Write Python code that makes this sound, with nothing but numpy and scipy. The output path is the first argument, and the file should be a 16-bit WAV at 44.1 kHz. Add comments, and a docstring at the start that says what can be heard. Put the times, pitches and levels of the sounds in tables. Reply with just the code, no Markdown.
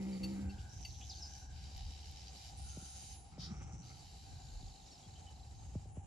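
"""An open pen, where a ewe murmurs to her lamb: one low, closed-mouth bleat that breaks into a rattle,
later a short falling grunt. Her vocal folds make the tone, and rattle when they flap unevenly.
A bird nearby sings a long sizzling song of buzzes, chirps and slowing ticks. Dull thumps, a scuff,
snapping straw and a few sharp, high chips (probably a bird's) sound over rumbling air, a low hum
and a distant machine."""
import sys
import numpy as np
from scipy import signal
from scipy.fft import rfft, irfft, next_fast_len
from scipy.io import wavfile
from scipy.ndimage import uniform_filter1d

SR = 44100
rng = np.random.default_rng(int(sys.argv[2]) if len(sys.argv) > 2 else 0)


def bounce(signal):
    """Save signal as a 16-bit WAV file at the path given by the first command-line argument."""
    frames = np.transpose(np.atleast_2d(signal))
    limited = np.clip(frames, -1, 1)
    pcm = np.round(limited * 32767).astype(np.int16)
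    wavfile.write(sys.argv[1], SR, pcm)


N = 267246
TIME = np.arange(N) / SR


def from_db(db):
    """Turn decibels into a number to multiply by."""
    return 10 ** (np.asarray(db) / 20)


def rms_one(x):
    """Scale a signal so that its average power is 1."""
    return x / np.sqrt(np.mean(x ** 2) + 1e-20)


def in_time(rows):
    """Join a table's rows with straight lines: one curve for each column after the time."""
    times, *columns = np.transpose(rows)
    return [np.interp(TIME, times, column) for column in columns]


def gain_by_hz(points):
    """Turn (f/Hz, level/dB) rows into a gain for every frequency."""
    hz, db = np.transpose(points)
    return from_db(np.interp(np.log(np.fft.rfftfreq(N, 1 / SR) + 1), np.log(hz), db))


def phase_of(hz):
    """The angle a vibration has turned through so far: 2 pi for each cycle."""
    return 2 * np.pi * np.cumsum(hz) / SR


def drift(per_s):
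    """A random wander of about 1 either way; per_s sets how fast it moves."""
    size = next_fast_len(N, real=True)
    rolloff = 1 + (np.fft.rfftfreq(size, 1 / SR) / per_s) ** 4
    return rms_one(irfft(rfft(rng.standard_normal(size)) / rolloff, size)[:N])


def filtered(x, hz, kind):
    """Keep the "low", "high" or "band" part of a sound."""
    return signal.sosfilt(signal.butter(2, hz, kind, fs=SR, output="sos"), x)


def arch(start, length):
    """A rounded rise and fall in loudness."""
    return np.sqrt(np.sin(np.pi * np.clip((TIME - start) / length, 0, 1)) + 1e-15)


def held(start, end, attack_s=0.0063, release_s=0.063):
    """Loudness that rises, holds until the end time, then dies away."""
    return np.clip((TIME - start) / attack_s, 0, 1) * np.exp(-np.maximum(TIME - end, 0) / release_s)


def resonate(x, hz, width_hz):
    """Let a sound ring around one pitch by passing it twice through the same resonance."""
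    r = np.exp(-np.pi * width_hz / SR)
    feed = np.array([1, 0, -1]) * (1 - r * r) / 2
    feedback = [1, -2 * r * np.cos(2 * np.pi * hz / SR), r * r]
    for _ in range(2):
        x = signal.lfilter(feed, feedback, x + 1e-18)
    return x


def wavering_tone(hz, waver_hz, waver_per_s):
    """A pure tone whose pitch wanders a little."""
    return np.sqrt(2) * np.sin(phase_of(hz + waver_hz * drift(waver_per_s)))


# how wide the sound is: f/Hz, side level compared with mid/dB
WIDTH = [(30, -4), (65, -11.5), (150, -12), (350, -6), (780, -2.5), (1300, -2.5), (2000, 1), (2800, -4),
         (4100, -4.5), (5200, -3), (7000, -1.5), (8800, 17), (10500, -26), (13000, 1)]
def widen(mid, side):
    """Make left and right: both get mid, while side is added to one and taken from the other."""
    width = gain_by_hz(WIDTH)
    return irfft((rfft(mid) + width * rfft(side) * [[1], [-1]]) / np.sqrt(1 + width ** 2), N)


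def noise(colour):
    """Stereo noise; its colour says how strong the lows and highs are compared with each other."""
    white = widen(*rng.standard_normal((2, N)))
    return rms_one(irfft(rfft(white) * gain_by_hz(colour), N))


def narrow_noise(hz, width_hz):
    """Stereo noise gathered round a pitch that may move."""
    phase = phase_of(hz * np.ones(N))
    bands = [drift(width_hz / 2) * np.cos(phase) + drift(width_hz / 2) * np.sin(phase) for _ in range(2)]
    return rms_one(widen(*bands))


def pen_echoes(x, wet_db, t60):
    """Mix in echoes off tarpaulin, posts and ground; they fade by 60 dB in t60 seconds."""
    t = TIME[:SR // 2]
    echoes = rng.standard_normal((2, len(t))) * (rng.random((2, len(t))) < .03) * from_db(-60 * t / t60)
    echoes /= np.sqrt(np.sum(echoes ** 2, axis=1, keepdims=True))
    wet = widen(*signal.fftconvolve(np.atleast_2d(x), echoes, axes=1)[:, :N])
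    return (x + from_db(wet_db) * wet) / np.sqrt(1 + from_db(wet_db) ** 2)


# colours of the rumble and of its deepest part: f/Hz, level/dB
RUMBLE_COLOUR = [(32, -51), (55, -3.5), (79, -2), (113, -8.5), (139, -9.5), (161, -20.5), (188, -20),
                 (260, -34.5), (340, -37.5), (570, -120)]
DEEP_COLOUR = [(10, -48), (22, -32), (36, -5.5), (48, 2), (60, -37), (90, -53), (300, -120)]
# how far the rumble eases off: t/s, added level/dB
LULL = [(4.3, -7.5), (4.8, -10.5), (5.42, -8.5), (5.6, -2)]
# gusts: t/s, length/s, rumble level/dB, deep level/dB
GUSTS = [(0.214, 0.11, -48, -67), (0.434, 0.24, -49.5, -59), (0.855, 0.082, -48, -65),
         (1.457, 0.26, -50.5, -55.5), (1.726, 0.2, -48, -52), (2.034, 0.13, -53, -51.5),
         (2.502, 0.29, -49, -63), (3.374, 0.51, -50, -68), (4.255, 0.15, -48.5, -59),
         (4.48, 0.26, -53, -51)]
def wind(base_db=-50, deep_base_db=-66, flutter_db=3.0):
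    """Moving air rumbles and swells with each gust."""
    lull_db, = in_time(LULL)
    body = from_db(base_db + lull_db + flutter_db * drift(1.5))
    deep = from_db(deep_base_db)
    for start, length, body_db, deep_db in GUSTS:
        gust = arch(start, length)
        body = np.maximum(body, from_db(body_db) * gust)
        deep = np.maximum(deep, from_db(deep_db) * gust)
    return body * noise(RUMBLE_COLOUR) + deep * noise(DEEP_COLOUR)


# the hum's loudness: t/s, level/dB
HUM_LEVEL = [(.72, -63), (.9, -57), (1.45, -54), (2.15, -55.5), (2.4, -57.5), (4.3, -58.5), (4.8, -72),
             (5.42, -72), (5.6, -63)]
def hum(hz=66.6):
    """A low, wavering hum that swells and sinks."""
    level_db, = in_time(HUM_LEVEL)
    return from_db(level_db + 1.5 * drift(2.5)) * wavering_tone(hz, waver_hz=1.485, waver_per_s=2.91)


# colour of the air around the pen: f/Hz, level/dB
AIR_COLOUR = [(88, -14.5), (150, 0), (519, -14), (626, -15.5), (770, -8), (1080, -20.5), (1730, -23),
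              (2920, -22), (3400, -28.5), (4680, -34), (7080, -15), (7920, -15.5), (8380, -21.5),
              (11300, -52.5), (13400, -74)]
def open_air(level_db=-65.0):
    """A soft, flickering outdoor hush."""
    return from_db(level_db + 2.2 * drift(22)) * noise(AIR_COLOUR)


# far-off calls: t/s, length/s, f/Hz, level/dB
FAR_CALLS = [(0.34, 0.46, 1555, -67.5), (1.068, 0.66, 1580, -72), (2.59, 0.43, 1403, -72.5),
             (4.2, 0.43, 1550, -77)]
def far_calls():
    """Each faint call is a swell of noise around one pitch."""
    return sum(from_db(db) * arch(start, length) * narrow_noise(hz, width_hz=230)
               for start, length, hz, db in FAR_CALLS)


def distant_machine(roar_db=-67.5, whine_db=-77.5):
    """A droning roar in one broad resonance, with a thin whine near its centre."""
    white = widen(*rng.standard_normal((2, N)))
    roar = rms_one(resonate(white, hz=780.5, width_hz=129))
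    whine = from_db(whine_db + 3 * drift(3)) * wavering_tone(hz=776, waver_hz=2.056, waver_per_s=5.7)
    return from_db(roar_db + 2 * drift(9.5)) * roar + whine


# colour of the scuff: f/Hz, level/dB
SCUFF_COLOUR = [(1200, -13), (2600, -15), (3600, -1.5), (5400, 4.5), (6300, -6), (7800, -15), (9500, -24),
                (13000, -37)]
def dirt_scuff(level_db=-50.5):
    """One short scuff in the dirt: a puff of hiss."""
    swell = held(start=3.378, end=3.455, attack_s=0.033, release_s=0.029)
    return pen_echoes(from_db(level_db) * swell * noise(SCUFF_COLOUR), wet_db=-6, t60=0.085)


# snapping straw: t/s, level before filtering/dB
SNAPS = [(.336, -58), (1.77, -55), (2.112, -53.5)]
def straw_snaps():
    """Dry straw breaks with tiny bursts of bright noise."""
    bursts = sum(from_db(db) * held(start, start, attack_s=.0002, release_s=0.0019) for start, db in SNAPS)
    return filtered(bursts * rng.standard_normal(N), [5000, 13000], "band")


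# dull thumps: t/s, level/dB, final f/Hz, swell time/s, sharpness (0-1)
THUMPS = [(.438, -37.5, 62, 0.034, 0.009), (0.581, -42, 53.7, 0.022, 0.059), (2.77, -42, 82.5, 0.013, 0.28),
          (2.820, -49.5, 109, 0.011, 0), (3.379, -44, 109.9, 0.025, 0.4), (4.626, -50.5, 81, 0.011, 0.06),
          (5.065, -47, 77, 0.019, 0), (5.753, -33, 68.3, 0.017, 0.16), (5.856, -49.5, 83.5, 0.032, 0.36),
          (5.970, -39, 61.6, 0.018, 0.23)]
def thumps(dull_hz=900, drop_hz=800, fall_s=0.00473, knock_hz=610, knock_db=-3, knock_s=0.0063):
    """The highs arrive first, so the pitch drops into a short boom; sharp thumps add a hollow knock."""
    out, t = np.zeros(N), TIME[:SR // 12]
    knock = from_db(knock_db) * np.exp(-t / knock_s) * np.sin(2 * np.pi * knock_hz * t)
    for start, db, end_hz, swell_s, sharpness in THUMPS:
        hz = end_hz + drop_hz / (1 + t / fall_s) ** 2
        age = t / swell_s
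        body = age ** 2 * np.exp(2 * (1 - age)) + sharpness * np.exp(-age)
        boom = body * np.sin(phase_of(hz)) / (1 + (age / 2) ** 4)
        at = int(start * SR)
        out[at:at + len(t)] += from_db(db) * (boom + sharpness * knock)[:N - at]
    return pen_echoes(filtered(out, dull_hz, "low"), wet_db=-16, t60=.1)


# the tones each chip rings with: f/Hz, level/dB, time to fade by 60 dB/s
CHIP_TONES = [(2075, -11, 0.078), (2704, 0.5, 0.053), (4390, 1, 0.053), (4330, -15, 0.47),
              (6660, -27, 0.068), (11400, -25, 0.16)]
# chips: t/s, level/dB, burst length/s, pitch factor of the upper tones, boost of the two low tones/dB
CHIPS = [(0.23, -44, 0.02, 1.025, -8.5), (0.491, -61.5, 0.016, 1.015, 2.5),
         (0.847, -44.5, 0.0081, 1.04, -2)]
def sharp_chips(attack_s=0.0055, chatter_hz=80, hiss_db=-6):
    """Short, sharp, high chips, probably a bird's: a burst of hiss and shaky tones that ring briefly."""
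    out, shake = np.zeros(N), drift(160)
    hiss = filtered(rng.standard_normal(N), [2000, 7500], "band")
    for start, level_db, length, pitch_factor, low_db in CHIPS:
        burst = held(start, start + length, attack_s, release_s=0.0079)
        chip = from_db(hiss_db) * burst * hiss
        for k, (hz, db, t60) in enumerate(CHIP_TONES):
            hz, db = (hz, db + low_db) if k < 2 else (hz * pitch_factor, db)
            ring = held(start, start + length, attack_s, release_s=t60 / np.log(1000))
            chip += from_db(db) * ring * np.sin(phase_of(hz + chatter_hz * shake * burst))
        out += from_db(level_db) * chip
    highs = filtered(out, 2200, "high")   # keep only the highs
    return pen_echoes(highs, wet_db=-13, t60=.35)


# chirps: t/s, length/s, start f/Hz, end f/Hz, level/dB, rasp (0-1)
CHIRPS = [(0.123, 0.045, 4620, 4610, -58.5, 0.03), (0.147, 0.028, 4600, 4170, -66, 0),
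          (0.579, 0.0247, 2630, 3300, -66, 0.89), (0.785, 0.04, 2890, 3200, -74, 0.9),
          (0.903, 0.016, 3780, 4150, -61, 1), (0.935, 0.041, 4200, 3460, -65.5, 1),
          (1.005, 0.047, 2995, 3520, -60, 0.73), (1.092, 0.027, 5850, 3320, -50, 0.34),
          (1.11, 0.034, 5300, 3150, -53.5, 0.37), (1.153, 0.021, 4940, 3620, -57.5, 0.6),
          (1.167, 0.039, 5200, 3860, -59, 0.43), (1.205, 0.02, 5900, 5440, -59, 0.74),
          (1.218, 0.044, 5480, 4850, -49.5, 0.64), (1.26, 0.027, 4620, 5630, -58.5, 0.76),
          (3.117, 0.13, 10750, 10100, -65.5, 0.2), (3.233, 0.1, 10100, 9800, -77, 0.8),
          (4.808, 0.026, 3830, 3030, -74, 0.06), (4.823, 0.03, 6650, 5900, -73, 0.15),
          (4.85, 0.04, 5450, 4800, -70, 0.15), (4.865, 0.039, 5850, 5700, -69, 0.1),
          (4.874, 0.048, 4000, 3020, -74.5, 0.1), (4.905, 0.034, 4750, 4300, -66, 0.2),
          (4.908, 0.072, 5780, 4760, -65, 0.2), (4.978, 0.045, 5830, 5350, -70, 0.3),
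          (5.028, 0.045, 3316, 3280, -72, 0), (5.151, 0.034, 3070, 3070, -66, 0.5),
          (5.264, 0.046, 3020, 2977, -64, 0.1), (5.863, 0.074, 9500, 9700, -84, 0.4),
          (5.915, 0.088, 9800, 9750, -78, .3), (5.995, 0.078, 9650, 9600, -85, 0.4)]
def bird_chirps(rasp_hz=400):
    """Gliding whistles that start firmly; a fast shake of the pitch makes some of them raspy."""
    out, shake = np.zeros(N), drift(530)
    for start, length, start_hz, end_hz, db, rasp in CHIRPS:
        along = np.linspace(0, 1, int(length * SR))
        shake_hz = rasp * rasp_hz * np.roll(shake, rng.integers(N))[:len(along)]
        hz = start_hz + (end_hz - start_hz) * along + shake_hz
        swell = 2 * np.minimum(along * 6, 1) * np.sqrt(1 - along)
        note = from_db(db) * swell * np.sin(phase_of(hz))
        at = int(start * SR)
        out[at:at + len(note)] += note[:N - at]
    return pen_echoes(out, wet_db=-6, t60=.2)


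# the ticking that ends the song: t/s, ticks per second, level/dB
TICKS = [(3.82, 85, -62), (4.3, 67, -62), (4.5, 58.7, -58.5), (4.72, 52, -58.5), (5.0, 40, -61.5),
         (5.3, 29.3, -62), (5.43, 27, -59), (5.48, 26, -68), (5.65, 23, -64)]
def bird_ticks(pip_s=0.0037, centre_hz=4250, sink_hz_per_s=140, fall_hz=280, high_hz=6850, wobble_hz=250):
    """A slowing, sinking run of husky pips, each sliding down; for a while a higher note joins in."""
    rate, level_db = in_time(TICKS)
    start, end = TICKS[0][0], TICKS[-1][0]
    count = np.cumsum(rate) / SR
    count -= np.interp(5.138, TIME, count)   # one tick falls at this time and sets the beat
    from_pip_s = ((count + .5) % 1 - .5) / rate
    pips = np.exp(-(from_pip_s / pip_s) ** 2)
    low_hz = centre_hz - sink_hz_per_s * np.maximum(TIME - start, 0)
    low_hz -= fall_hz * np.tanh(from_pip_s / pip_s)
    low_gain = from_db(level_db) * held(start, end, attack_s=0.0078, release_s=0.018)
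    high_gain = from_db(-63) * held(start=4.39, end=4.68)
    notes = sum(gain * np.sin(phase_of(hz + wobble_hz * drift(394)))
                for hz, gain in [(low_hz, low_gain), (high_hz, high_gain)])
    return pen_echoes(pips * notes, wet_db=-4, t60=.1)


# how the song pulses: t/s, pulses per second, pulsed share (0-1)
TRILL = [(0, 155, 0.7), (0.698, 180, 0.75), (1.451, 59, 0.28), (2.098, 77, 0.49), (2.502, 128, 0.4),
         (3.149, 193, 0.24), (3.602, 110, 0.6), (3.8, 102, .9), (4.101, 77, 0.1), (6.06, 33, 0.1)]
def bird_trill(decay=4.5, unevenness_db=3.0):
    """The fast, uneven pulsing of loudness that makes the song buzz."""
    log_rate, share = in_time([(t, np.log(per_s), share) for t, per_s, share in TRILL])
    cycle = np.cumsum(np.exp(log_rate)) / SR % 1
    rounded = uniform_filter1d(np.exp(-decay * cycle), size=48)
    pulses = rms_one(rounded * from_db(unevenness_db * drift(21)))
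    return np.sqrt(1 - share + share * pulses ** 2)


# colours of the bird's lower voice and of the sizzle on top: f/Hz, level/dB
LOW_COLOUR = [(1120, -27), (1900, -13), (2510, -9.5), (2870, -5.5), (3450, -9), (3930, -2.5), (4350, -5.5),
              (4760, -1), (5050, -4), (5500, -2.5), (6000, -7.5), (7800, -26), (13200, -120)]
SIZZLE_COLOUR = [(4470, -18.5), (7600, 13.5), (7890, -22), (8220, 9), (8980, 5.5), (9890, -8),
                 (11400, -2.5), (12500, -14.5), (13400, -10.5)]
# lower voice: start t/s, end t/s, start level/dB, end level/dB, sizzle compared with it/dB, swell time/s
PHRASES = [(0, 0.407, -65.5, -64.5, 0, 0.0022), (0.482, 1.407, -67.5, -63, -4, 0.0077),
           (1.46, 2.263, -60.5, -59, -9.5, 0.11), (2.272, 2.47, -57, -57, -5.5, 0.11),
           (2.526, 3.123, -61.5, -59.5, -3.5, 0.054), (3.2, 3.795, -69.5, -78, -10, .05),
           (3.811, 5.826, -63, -71.5, -4.5, 0.025)]
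# upper voice: start t/s, end t/s, start f/Hz, end f/Hz, width/Hz, level/dB
BUZZES = [(0.689, 1.054, 5740, 6190, 1230, -59.5), (1.07, 1.412, 6150, 5880, 1280, -60),
          (2.052, 2.655, 6200, 6560, 1310, -71.5), (2.567, 3.095, 8760, 8730, 905, -59.5),
          (2.658, 3.119, 6400, 6500, 1150, -60.5), (3.499, 3.929, 5720, 6080, 870, -65.5),
          (4.249, 5.246, 6570, 6850, 1307, -73.5), (5.548, 5.681, 6380, 6520, 497, -69.5)]
def bird_song():
    """A broad lower voice, a narrow upper voice and a sizzle, all chopped by the same trill."""
    chop = bird_trill()
    low_gain, sizzle_gain, high = 0, 0, 0
    for start, end, start_db, end_db, sizzle_db, swell_s in PHRASES:
        gain = held(start, end, swell_s) * from_db(np.interp(TIME, [start, end], [start_db, end_db]))
        low_gain = np.maximum(low_gain, gain)
        sizzle_gain = np.maximum(sizzle_gain, gain * from_db(sizzle_db))
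    low = low_gain * noise(LOW_COLOUR)
    sizzle = sizzle_gain * noise(SIZZLE_COLOUR)
    for start, end, start_hz, end_hz, width_hz, db in BUZZES:
        hz = np.interp(TIME, [start, end], [start_hz, end_hz])
        high += from_db(db) * held(start, end) * narrow_noise(hz, width_hz)
    return pen_echoes((low + high) * chop + sizzle * np.sqrt(chop), wet_db=0.0, t60=0.09)


# where the ewe's throat and nose ring: f/Hz, width/Hz, bleat level/dB, grunt level/dB
THROAT = [(272, 168, 27, 16.5), (816, 310, 7, 8.5), (1243, 380, 19.5, 10), (2060, 840, 20, 3)]
def throat_rasp(phase, grunting):
    """Each time the vocal folds close, a puff of noise rings in the throat."""
    puffs = np.exp(-2 * (phase / (2 * np.pi) % 1)) * rng.standard_normal(N)
    return rms_one(sum(from_db(grunt_db if grunting else bleat_db) * resonate(puffs, hz, width_hz)
                       for hz, width_hz, bleat_db, grunt_db in THROAT))


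# pushes within the grunt: t/s, added voice level/dB, added rasp level/dB
PUSHES = [(3.513, 7.5, 5), (3.553, 3.5, 2.5), (3.616, 10, 6), (3.683, 4.5, 1), (3.799, 8, -10),
          (3.861, 4, 0), (3.911, -21, 9)]
def ewe_grunt(start=3.31, peak=3.493, end=3.96, start_hz=185.7, sag_hz_per_s=105, push_s=0.016):
    """Slack vocal folds flap unevenly as the pitch sinks; pushes of effort make the voice throb."""
    hz = start_hz - sag_hz_per_s * (np.clip(TIME, start, end) - start)
    level_db = -53 + np.minimum(31 * (TIME - peak), -16 * (TIME - peak))   # swell and fade in dB per s
    voice_db, rasp_db = sum(np.outer(added_db, np.exp(-((TIME - t) / push_s) ** 2))
                            for t, *added_db in PUSHES)
    phase = phase_of(hz * (1 + .12 * drift(50)))
    flap = from_db(voice_db) * rms_one(np.sin(phase) * from_db(4 * drift(67)))
    rasp = from_db(rasp_db - 9.5) * throat_rasp(phase, grunting=True)
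    return from_db(level_db) * (flap + rasp) * held(start, end, attack_s=0.015, release_s=0.026)


# overtones of the closed-mouth voice: multiple of the pitch, level/dB
OVERTONES = [(2, -18.5), (3, -28), (4, -31.5), (5, -35)]
# rattle tones between them: multiple of a third of the pitch, level/dB
RATTLE = [(2, -2.5), (4, -6.5), (5, -3), (7, -12.5), (8, -5.5), (10, -23.5), (11, -23), (13, -20),
          (14, -17.5)]
# course of the bleat: t/s, f/Hz, level/dB, rattle compared with the voice/dB
BLEAT = [(0, 195.9, -41, -17.5), (.12, 192, -41.5, -17), (.21, 192.9, -41.5, -10), (.38, 196.1, -43, -13),
         (.44, 197.4, -44, -14), (.5, 192.8, -47.5, -23), (.565, 203.4, -55.5, -16), (.595, 201, -80, -14)]
def ewe_bleat(quaver_per_s=9.8, quaver_hz=2.3, jitter=0.013, shimmer_db=4.5, growl_db=-12, rasp_db=-21):
    """A quavering nasal tone; the folds slip into repeating every third cycle, then every second."""
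    hz, level_db, rattle_db = in_time(BLEAT)
    quaver = np.cos(2 * np.pi * quaver_per_s * TIME)
    catch = np.exp(-((TIME - .191) / 0.012) ** 2)   # the voice catches once: pitch and level dip
    hz = hz + quaver_hz * quaver - 16 * catch
    level_db = level_db - 6 * catch
    phase = phase_of(hz * (1 + jitter * drift(45)))
    rattle_gain = from_db(rattle_db) * (1 - catch)
    smoothness = 1 / (1 + (rattle_gain / 0.25) ** 2)   # the rattle takes over from the plain overtones
    overtones = sum(from_db(db + shimmer_db * drift(8.6)) * np.sin(k * phase) for k, db in OVERTONES)
    rattle = sum(from_db(db + shimmer_db * drift(21)) * np.sin(k * phase / 3 + rng.uniform(0, 2 * np.pi))
                 for k, db in RATTLE)
    growl_swell = held(start=.36, end=0.5, attack_s=.05, release_s=0.085)
    growl = from_db(growl_db + shimmer_db * drift(21)) * growl_swell * np.sin(1.5 * phase)
    tones = np.sin(phase) + smoothness * overtones + rattle_gain * rattle + growl
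    voice = np.sqrt(2) * tones + from_db(rasp_db) * throat_rasp(phase, grunting=False)
    return from_db(level_db) * voice * (TIME < BLEAT[-1][0])


def off_centre(x, lag_s=0.00045, max_radians=1.45):
    """The sound reaches the left side a little later; for high tones the phase gap grows no more."""
    gap = np.minimum(2 * np.pi * np.fft.rfftfreq(N, 1 / SR) * lag_s, max_radians)
    return np.array([irfft(rfft(x) * np.exp(-1j * gap), N), x])


def scene():
    """The ewe close by, the bird and the small noises of the pen farther off."""
    ewe = off_centre(ewe_bleat() + ewe_grunt())
    bird = bird_song() + bird_ticks() + bird_chirps()
    pen_noises = sharp_chips() + thumps() + dirt_scuff() + straw_snaps()
    background = wind() + hum() + open_air() + far_calls() + distant_machine()
    return background + pen_noises + bird + ewe


def record(dry):
    """Cut the treble steeply above 13600 Hz."""
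    return signal.sosfilt(signal.ellip(10, .1, 80, 13600, fs=SR, output="sos"), dry)


dry = scene()
out = record(dry)
bounce(out)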